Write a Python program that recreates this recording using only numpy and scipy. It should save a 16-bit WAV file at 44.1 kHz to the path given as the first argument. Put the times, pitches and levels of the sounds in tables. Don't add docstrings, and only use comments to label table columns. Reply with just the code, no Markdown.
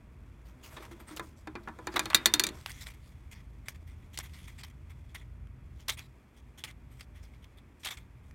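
import sys
import numpy as np
from scipy import signal
from scipy.fft import rfft, irfft, next_fast_len
from scipy.io import wavfile
from scipy.ndimage import uniform_filter1d

SR = 44100
rng = np.random.default_rng(int(sys.argv[2]) if len(sys.argv) > 2 else 0)


def digitize_waveform(pressure):
    field = np.atleast_2d(pressure).T
    bounded = np.clip(field, -1, 1)
    quanta = np.round(bounded * 32767).astype(np.int16)
    wavfile.write(sys.argv[1], SR, quanta)


def gain_from_db(level_db):
    decades = np.asarray(level_db, float) / 20
    return 10 ** decades


N = 367794
ON_DESK_S = 2.6
KNEE_HZ = 1340

# centre in Hz, width in Hz, level in dB.
SHEET_RING = [(2100, 800, -1), (3360, 430, -3), (5300, 170, -21.5)]


def level(x, db):
    return x * gain_from_db(db) / np.sqrt(np.mean(x ** 2))


def shape(x, gain):
    size = next_fast_len(len(x))
    hz = np.arange(size // 2 + 1) * SR / size + 1
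    return irfft(rfft(x, size) * gain(hz), size)[:len(x)]


def peaks(table):
    def gain(hz):
        power = sum(gain_from_db(2 * db) / (1 + ((hz - f * f / hz) / width) ** 2) ** 2 for f, width, db in table)
        return np.sqrt(power)
    return gain


def slope(table):
    f, db = np.transpose(table)
    return lambda hz: gain_from_db(np.interp(np.log(hz), np.log(f), db))


def patchy(gain, depth_db):
    humps = depth_db * rng.standard_normal(24)
    return lambda hz: gain(hz) * gain_from_db(np.interp(hz, np.linspace(0, SR / 2, 24), humps))


def fade(t, t60):
    return np.exp(-np.log(1000) * t / max(t60, 1e-3))


def walk(rate):
    k = max(int(SR / rate), 1)
    steps = np.repeat(rng.standard_normal(N // k + 1), k)
    return 0.77 * uniform_filter1d(uniform_filter1d(steps, k), k)[:N]


def follow(table):
    return np.interp(np.arange(N) / SR, *np.transpose(table))


def add(out, s, x):
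    i = int(s * SR)
    out[i:i + len(x)] += x[:N - i]


def ventilation():
    # time in seconds, level of the deep rumble in dB.
    flow = [(0, -53.5), (.15, -50), (.56, -55), (.85, -53), (1.2, -54.5), (1.9, -51), (2.62, -50.5),
            (3.7, -51), (4.7, -49.5), (5.2, -50), (5.99, -48), (6.2, -61.5), (6.5, -56), (6.85, -51),
            (7.4, -52.5), (7.8, -60.5), (7.99, -52), (8.18, -52.5), (8.34, -50.5)]
    # centre in Hz, width in Hz, relative level in dB.
    deep_humps = [(36, 9.2, -12.5), (55.8, 8.4, -0.5), (75.7, 33, -6.5)]
    # centre in Hz, width in Hz, relative level in dB.
    upper_humps = [(125, 39, 2), (178, 14, -6)]
    # time in seconds, peak level in dB.
    motor = [(0, -62.5), (3.3, -62.5), (3.7, -49), (5.9, -54.5), (6.1, -94), (8.34, -53.5)]
    # frequency in Hz, relative level in dB per Hz.
    air_colour = [(110, -31.5), (190, -1), (242, 1.5), (331, -7), (364, -6.5), (508, -15.5), (646, -15.5),
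                  (1170, -15), (1410, -19), (2460, -18), (3500, -38), (14600, -42.5), (16000, -53)]
    motor_hz, air_db, upper_under_deep_db = 82.0, -63.5, -6.5

    deep_db = follow(flow)
    deep = gain_from_db(deep_db) * level(shape(rng.standard_normal(N), peaks(deep_humps)), 0)
    upper = level(shape(rng.standard_normal(N), peaks(upper_humps)), 0)
    upper = gain_from_db(deep_db + upper_under_deep_db) * upper

    pitch = motor_hz * (1 + 0.016 * walk(2.5))
    tone = gain_from_db(follow(motor) + 1.5 * walk(5)) * np.sin(2 * np.pi * np.cumsum(pitch) / SR)

    air = level(shape(rng.standard_normal(N), slope(air_colour)), air_db)
    air = gain_from_db(0.85 * walk(0.44)) * air
    return deep + upper + tone + air


def paper_grip():
    ticks = (rng.random(N) < 250 / SR) * gain_from_db(3.5 * rng.exponential(size=N))
    unevenness = gain_from_db(2.4 * walk(70) + 3.1 * walk(500))
    return level(unevenness * (1 + 6 * uniform_filter1d(ticks, size=20)), 0)


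def paper_hiss(hz):
    # frequency in Hz, relative level in dB per Hz.
    bright = [(2000, -2), (4500, -1.5), (6500, -2), (9000, -3), (10600, -7), (12000, -5), (15500, -12.5)]
    return slope([(500, -44.5)] + bright)(hz)


def touch(grip):
    # time in seconds, hiss level in dB.
    touch_levels = [(0, -80.5), (.53, -78), (.69, -73.5), (.81, -64.5), (1.02, -75), (1.16, -65.5),
                    (1.37, -78.5), (1.81, -71), (2.04, -63.5), (2.42, -64), (2.6, -69), (2.79, -63),
                    (2.9, -73), (3.32, -78), (4.16, -78), (4.32, -68.5), (4.55, -70.5), (4.67, -80.5),
                    (5.09, -76.5), (5.5, -82.5), (5.94, -75.5), (6.08, -79), (7.1, -81), (7.25, -74.5),
                    (7.45, -80), (8.34, -80)]
    # centre in Hz, width in Hz, relative level in dB.
    shake = [(299.8, 310, 8), (600, 150, 4.5), (960, 220, 2), (1382, 610, -3.5)]
    sheet_over_hiss_db, tray_shake_over_hiss_db, desk_shake_db = 0.5, 10.5, -72

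    hiss_db = follow(touch_levels)
    on_tray = np.arange(N) / SR < ON_DESK_S
    shake_db = np.where(on_tray, hiss_db + tray_shake_over_hiss_db, desk_shake_db)
    layers = [(hiss_db, paper_hiss), (hiss_db + sheet_over_hiss_db, peaks(SHEET_RING)), (shake_db, peaks(shake))]
    out = np.zeros(N)
    for db, colour in layers:
        rub = grip ** 0.6 * rng.standard_normal(N)
        out += gain_from_db(db) * level(shape(rub, colour), 0)
    return out


def slides(grip):
    # start in seconds, length in seconds
    # until the sheet lets go, hiss level in dB, sheet ring over hiss in dB, sheet ring in Hz.
    strokes = [(0.441, .07, -69.5, -6.5, 2050), (0.626, .067, -56, -10, 6440), (0.694, .076, -61, -7, 1600),
               (0.762, .025, -71.5, 16, 3730), (0.814, .05, -62.5, 1, 2250),
               (0.908, 0.025, -60.5, -0.5, 1990), (0.993, 0.045, -66, -1, 1640),
               (1.067, .072, -58.5, -5.5, 2000), (1.164, .016, -48.5, -8.5, 2050),
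               (1.211, .11, -67.5, -25, 5900), (1.361, 0.055, -69, -16, 4200),
               (1.628, 0.017, -66, -7, 3620), (1.914, .049, -59.5, 0, 1760),
               (1.957, .017, -43.5, 8.5, 3900), (1.989, 0.061, -58.5, -1, 1680),
               (2.102, .016, -59.5, 14, 1690), (2.13, .0063, -56, 13, 2690), (2.533, .1, -63.5, -6.5, 2220),
               (2.664, .02, -53, 3.5, 1600), (2.688, .039, -53, -1.5, 1900), (2.723, .082, -61, 1, 2050),
               (2.805, 0.038, -51, -5.5, 5250), (2.86, .026, -52, 3, 2140), (2.897, .024, -61.5, 2, 2270),
               (2.934, .017, -66.5, 4.5, 2200), (3.013, .1, -70, -18, 7000),
               (3.31, .027, -56.5, -0.5, 2410), (3.338, .076, -69.5, 5, 2050),
               (3.654, 0.029, -67.5, 5, 2100), (3.681, 0.016, -49, -5, 2030), (3.704, .024, -66, 3, 2300),
               (3.741, 0.02, -67.5, 5, 2100), (3.867, .033, -68.5, 5, 2070), (3.901, 0.041, -76, 5.5, 2100),
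               (4.018, .015, -74, 8.5, 2000), (4.129, 0.033, -57.5, -2, 3250),
               (4.191, .024, -54.5, 3.5, 2140), (4.224, .044, -58.5, 1.5, 2040),
               (4.33, 0.065, -61, -0.5, 2100), (4.368, 0.092, -65, 1, 3300), (4.471, .031, -60, 3.5, 2050),
               (4.508, 0.049, -81, 6, 2400), (4.578, 0.035, -55.5, -1.5, 2420),
               (4.631, .019, -51.5, 2, 3160), (4.659, .028, -67.5, 2, 2380), (4.697, .014, -69, 7, 2046),
               (4.893, .026, -66.5, 6, 2100), (5.085, .032, -74.5, 1, 3310), (5.144, .018, -50.5, 4, 1960),
               (5.17, .031, -68, 5.5, 3450), (5.209, .021, -73, 13, 1994), (5.745, 0.061, -79, -9, 6180),
               (5.788, 0.04, -68, 1, 3100), (5.88, .015, -41.5, 2, 3350), (5.889, .019, -42.5, 6, 3460),
               (5.911, .029, -51, 0, 3780), (5.969, 0.033, -54, 5.5, 2440), (5.989, .078, -69, 3, 3900),
               (6.362, .04, -71, 1.5, 3320), (6.574, .042, -60, 2.5, 3350), (6.638, .012, -43, 2, 2040),
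               (6.66, .055, -59.5, 2.5, 2100), (6.896, 0.11, -70, -2, 3130), (6.99, .026, -63, -0.5, 2080),
               (7.022, 0.02, -68.5, -2.5, 3530), (7.144, .053, -71, 5.5, 1947),
               (7.226, 0.022, -65.5, 0, 5400), (7.248, 0.0088, -69, 4.5, 5000),
               (7.333, .023, -74, 5.5, 2150), (7.42, .033, -73.5, 9, 3230),
               (7.569, 0.023, -71.5, 7.5, 3460), (7.79, .053, -68, -6, 6150),
               (7.832, .013, -56.5, 2.5, 3200), (7.848, .01, -41.5, -1, 2780),
               (7.857, .015, -48.5, 11, 3220), (7.865, 0.027, -49.5, 4.5, 3430),
               (7.903, .027, -48.5, 5, 3500), (7.934, .019, -58.5, 1, 1700),
               (7.968, .019, -58.5, 3.5, 2290), (7.989, .04, -73, -1, 3500), (8.22, 0.1, -79, -6.5, 3400)]
    tray_over_sheet_db, desk_over_sheet_db = 5.5, -8
    let_go_s = 0.009

    out = np.zeros(N)
    support = peaks([(1093, 1100, 0)])
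    for s, length, db, sheet_db, hz in strokes:
        start = int(s * SR)
        t = np.arange(min(int((length + 0.04) * SR), N - start)) / SR
        swell = np.minimum(t / (0.00096 + 0.26 * length), 1)
        sag = gain_from_db(3.5 - 5 * t / length)
        stroke = swell * sag * np.exp(-np.maximum(t - length, 0) / let_go_s)
        rub = grip[start:start + len(t)] * rng.standard_normal((4, len(t)))

        turn = np.pi / 2 * np.minimum(t / length, 1)
        early = np.cos(turn) * shape(rub[0], patchy(paper_hiss, depth_db=6.0))
        late = np.sin(turn) * shape(rub[3], patchy(paper_hiss, depth_db=3.5))
        hiss = level(early + late, db)

        sheet = peaks(SHEET_RING + [(hz, 0.15 * hz, 1.5)])
        sheet_ring = level(shape(rub[1], patchy(sheet, depth_db=1.0)), db + sheet_db)

        support_db = sheet_db + (tray_over_sheet_db if s < ON_DESK_S else desk_over_sheet_db)
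        support_ring = level(shape(rub[2], support), db + support_db)
        add(out, s, (hiss + sheet_ring + support_ring) * stroke)
    return out


def snaps():
    # time in seconds, peak level in dB, centre in Hz, time of the longer decay to -60 dB in seconds.
    paper_snaps = [(0.645, -50, 2060, .004), (0.852, -37, 1410, 0.011), (1.091, -47, 1360, .01),
                   (1.1637, -33, 7300, 0.0067), (1.1717, -30, 2030, 0.014), (2.611, -45, 3400, 0.014),
                   (2.6606, -21.5, 1250, 0.011), (2.6953, -38, 1890, .012), (2.7167, -33, 4200, 0.013),
                   (2.8238, -38, 5200, 0.012), (2.8688, -30.5, 2500, .0064), (2.9384, -51, 2290, .014),
                   (3.315, -49, 2010, 0.013), (3.33, -43.5, 2210, .021), (3.684, -22.5, 2410, .0096),
                   (4.1744, -26, 2900, 0.028), (4.1874, -23.5, 5900, 0.02), (4.1883, -30.5, 1010, 0.014),
                   (4.2005, -30, 2060, .005), (4.2955, -50, 2180, .0098), (4.6347, -37.5, 3140, 0.013),
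                   (5.1487, -42, 2420, 0.037), (5.4707, -51, 1440, .015), (5.806, -44.5, 3150, .01),
                   (5.883, -21, 2600, 0.025), (5.897, -19, 3180, 0.01), (5.9021, -20, 3250, 0.024),
                   (5.9864, -44, 2790, 0.022), (5.9927, -30, 2740, 0.01), (6.5928, -50, 3400, .012),
                   (6.6383, -22.5, 2620, 0.0071), (6.647, -33, 1980, .0043), (6.7108, -43, 2220, 0.013),
                   (7.008, -36.5, 2014, 0.036), (7.234, -54, 1963, .012), (7.443, -46.5, 3200, 0.016),
                   (7.8327, -41, 3170, .013), (7.8471, -27, 2740, .016), (7.8579, -23.5, 3250, 0.021),
                   (7.8709, -28, 3400, 0.014), (7.8872, -31, 1940, 0.01), (7.9067, -35, 1940, 0.017),
                   (7.92, -41, 3520, .016), (7.9724, -41.5, 2300, .014), (8.31, -47, 1430, 0.018)]
    treble_db = -15.5
    thud = peaks([(466, 466, -8)])

    out, t = np.zeros(N), np.arange(SR // 16) / SR
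    for s, db, hz, t60 in paper_snaps:
        rise = np.minimum(t / 0.00066, 1) ** 2
        burst = rng.standard_normal(len(t)) * rise * (fade(t, t60) + 3 * fade(t, 0.0019))

        def colour(f):
            hump = 1 / (1 + ((f - hz * hz / f) / (1.18 * hz)) ** 2) / (1 + (0.54 * hz / f) ** 4)
            treble = gain_from_db(treble_db) * f / (f + 3000) / (1 + (f / 12000) ** 4)
            return hump + treble + thud(f)

        tick = shape(np.roll(burst, 64), patchy(colour, depth_db=1.5))
        add(out, s - 64 / SR, tick * gain_from_db(db) / np.abs(tick).max())
    return out


def hardness(hz, tilt_db):
    return gain_from_db(tilt_db * np.log2(np.maximum(hz, KNEE_HZ) / KNEE_HZ))


def ring(modes, t, tilt_db, scatter_db, share, spread):
    f, db, t60 = np.repeat(modes, 5, axis=0).T
    chance = rng.standard_normal((2, len(f)))
    gain = gain_from_db(db + scatter_db * chance[0]) * hardness(f, tilt_db)
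    f = f + (spread * f + 12) * chance[1]
    t60 = np.maximum(share * t60, 0.01)
    tones = np.sin(2 * np.pi * f[:, None] * t) * np.exp(-np.log(1000) * t / t60[:, None])
    return gain @ tones


def flap_bounces():
    lands_s, first_hop_s, hop_share = 2.146, 0.1115, 0.72
    hop = np.arange(7)
    times = lands_s + first_hop_s * (1 - hop_share ** hop) / (1 - hop_share)
    lost_db = 0.61 * hop ** 2
    free_ring_share = 1
    return [(s, -2 - lost, 3.5 - 0.2 * lost, -31.5 - 0.4 * lost, 6 + 0.14 * lost, free_ring_share)
            for s, lost in zip(times, lost_db)]


def tray():
    # time in seconds, peak level without the boom in dB,
    # hardness in dB per octave, peak level of the housing boom in dB, crack over ring in dB.
    knocks = [(0.722, -47, -21, -55, -12), (0.771, -36, -12, -51, -7), (0.804, -48, -4, -46.5, -13),
              (0.912, -53, -3, -46, -11), (1.0, -56, -12, -52, 1), (1.109, -40.5, -16, -41.5, -4),
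              (1.195, -25.5, -17, -37, -9), (1.472, -32, -11.5, -39, -15), (1.553, -31, -9, -38, -39),
              (1.674, -31, -29, -43, -40), (1.684, -31.5, -22, -42, -20.5), (1.788, -35, -29.5, -42.5, -17),
              (1.87, -25, -7, -36.5, -7.5), (1.941, -33, -8, -35.5, -5), (1.961, -24, -5, -34.5, 0.7),
              (1.993, -14.5, -4.5, -39, 2.5), (2.056, -21, -4.5, -41.5, -3),
              (2.101, -25.5, -0.2, -51.5, -4.5)]
    # frequency in Hz, relative level in dB, decay to -60 dB in seconds.
    tray_modes = [(640, -24.5, 0.18), (849, -13, 0.24), (993, -8, 0.26), (1161, -12.5, .08),
                  (1380, -8, 0.14), (1665, -9, 0.071), (1730, -2.5, 0.14), (1990, -8, 0.13),
                  (2110, -8.5, 0.0717), (2386, 1, 0.097), (3250, -10, 0.071), (3660, 0.5, 0.15),
                  (3900, -10, 0.07), (4274, 3.5, 0.082), (4750, -5.5, .09), (5500, -16, .05),
                  (5890, -13, .06), (6752, -8.5, .05), (8100, -10.5, 0.056), (8800, -13, 0.054),
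                  (10110, -13, .045), (12000, -18.5, .04)]
    # frequency in Hz, relative level in dB, decay to -60 dB in seconds
    housing_modes = [(215, -8.5, 0.6), (264, -0.5, 0.16), (326.7, 4, 0.37), (353.2, -3.5, .2),
                     (380, 2.5, .12)]
    # centre in Hz, width in Hz, relative level in dB.
    crack_humps = [(1900, 990, -7), (3670, 430, 2), (4700, 240, -4), (5958, 200, 0), (7000, 470, -2.5),
                   (8400, 160, -7.5), (9070, 2800, -12.5), (12360, 2100, -14.5), (15080, 1500, -23.5)]
    held_ring_share = 0.6

    out, t = np.zeros(N), np.arange(SR // 4) / SR
    rise = np.minimum(t / 0.00073, 1) ** 2
    blows = [(*row, held_ring_share) for row in knocks] + flap_bounces()
    for s, db, tilt_db, boom_db, crack_db, share in blows:
        contact = (rng.standard_normal(len(t)) * rise * fade(t, 0.041))[:SR // 20]
        plastic = ring(tray_modes, t, tilt_db, scatter_db=2.0, share=share, spread=0.011)
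        plastic = signal.fftconvolve(plastic, contact)[:len(t)]

        crack = shape(rng.standard_normal(len(t)), patchy(peaks(crack_humps), depth_db=1.0))
        crack = crack * rise * (fade(t, 0.009) + 1.3 * fade(t, 0.022))

        def dense(hz):
            return hardness(hz, tilt_db) / (1 + (760 / hz) ** 6) / (1 + (hz / 9000) ** 2)

        rough = shape(rng.standard_normal(len(t)), dense)
        lows = shape(rough, lambda hz: 1 / (1 + (hz / 4800) ** 4))
        treble = rough - lows
        tail = lows * fade(t, 0.054 * share) + 0.5 * treble * fade(t, 0.065 * share)
        rattle = shape(rough, lambda hz: 1 / (1 + (hz / 2200) ** 4)) * fade(t, 0.31 * share)
        tail = rise * (tail + gain_from_db(-5.5) * rattle)

        blow = level(plastic, 0) + level(crack, crack_db) + level(tail, -2.2)
        boom = ring(housing_modes, t, 0, scatter_db=6.5, share=0.55, spread=0.099) * (1 - fade(t, 0.055))
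        add(out, s, blow * gain_from_db(db) / np.abs(blow).max() + boom * gain_from_db(boom_db) / np.abs(boom).max())
    return out


def office(near):
    t60_s, room_db, first_walls_s = 0.093, -23.5, 0.006
    t = np.arange(SR // 2) / SR
    echo = shape(rng.standard_normal(len(t)), lambda hz: 1 / (1 + (hz / 2500) ** 2))
    echo = echo * fade(t, t60_s) * (t > first_walls_s)
    echo = echo * gain_from_db(room_db) / np.sqrt(np.sum(echo ** 2))
    return signal.fftconvolve(near, echo)[:N]


def scene():
    grip = paper_grip()
    near = touch(grip) + slides(grip) + snaps() + tray()
    return (near + office(near) + ventilation())[None]


def roll_off(x):
    return signal.sosfilt(signal.butter(12, 17040, fs=SR, output="sos"), x)


def record(dry):
    top_hz = 15900
    low_pass = signal.cheby1(8, 0.3, top_hz, fs=SR, output="sos")
    mix = signal.sosfilt(low_pass, dry)
    return roll_off(mix)


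dry = scene()
out = record(dry)
digitize_waveform(out)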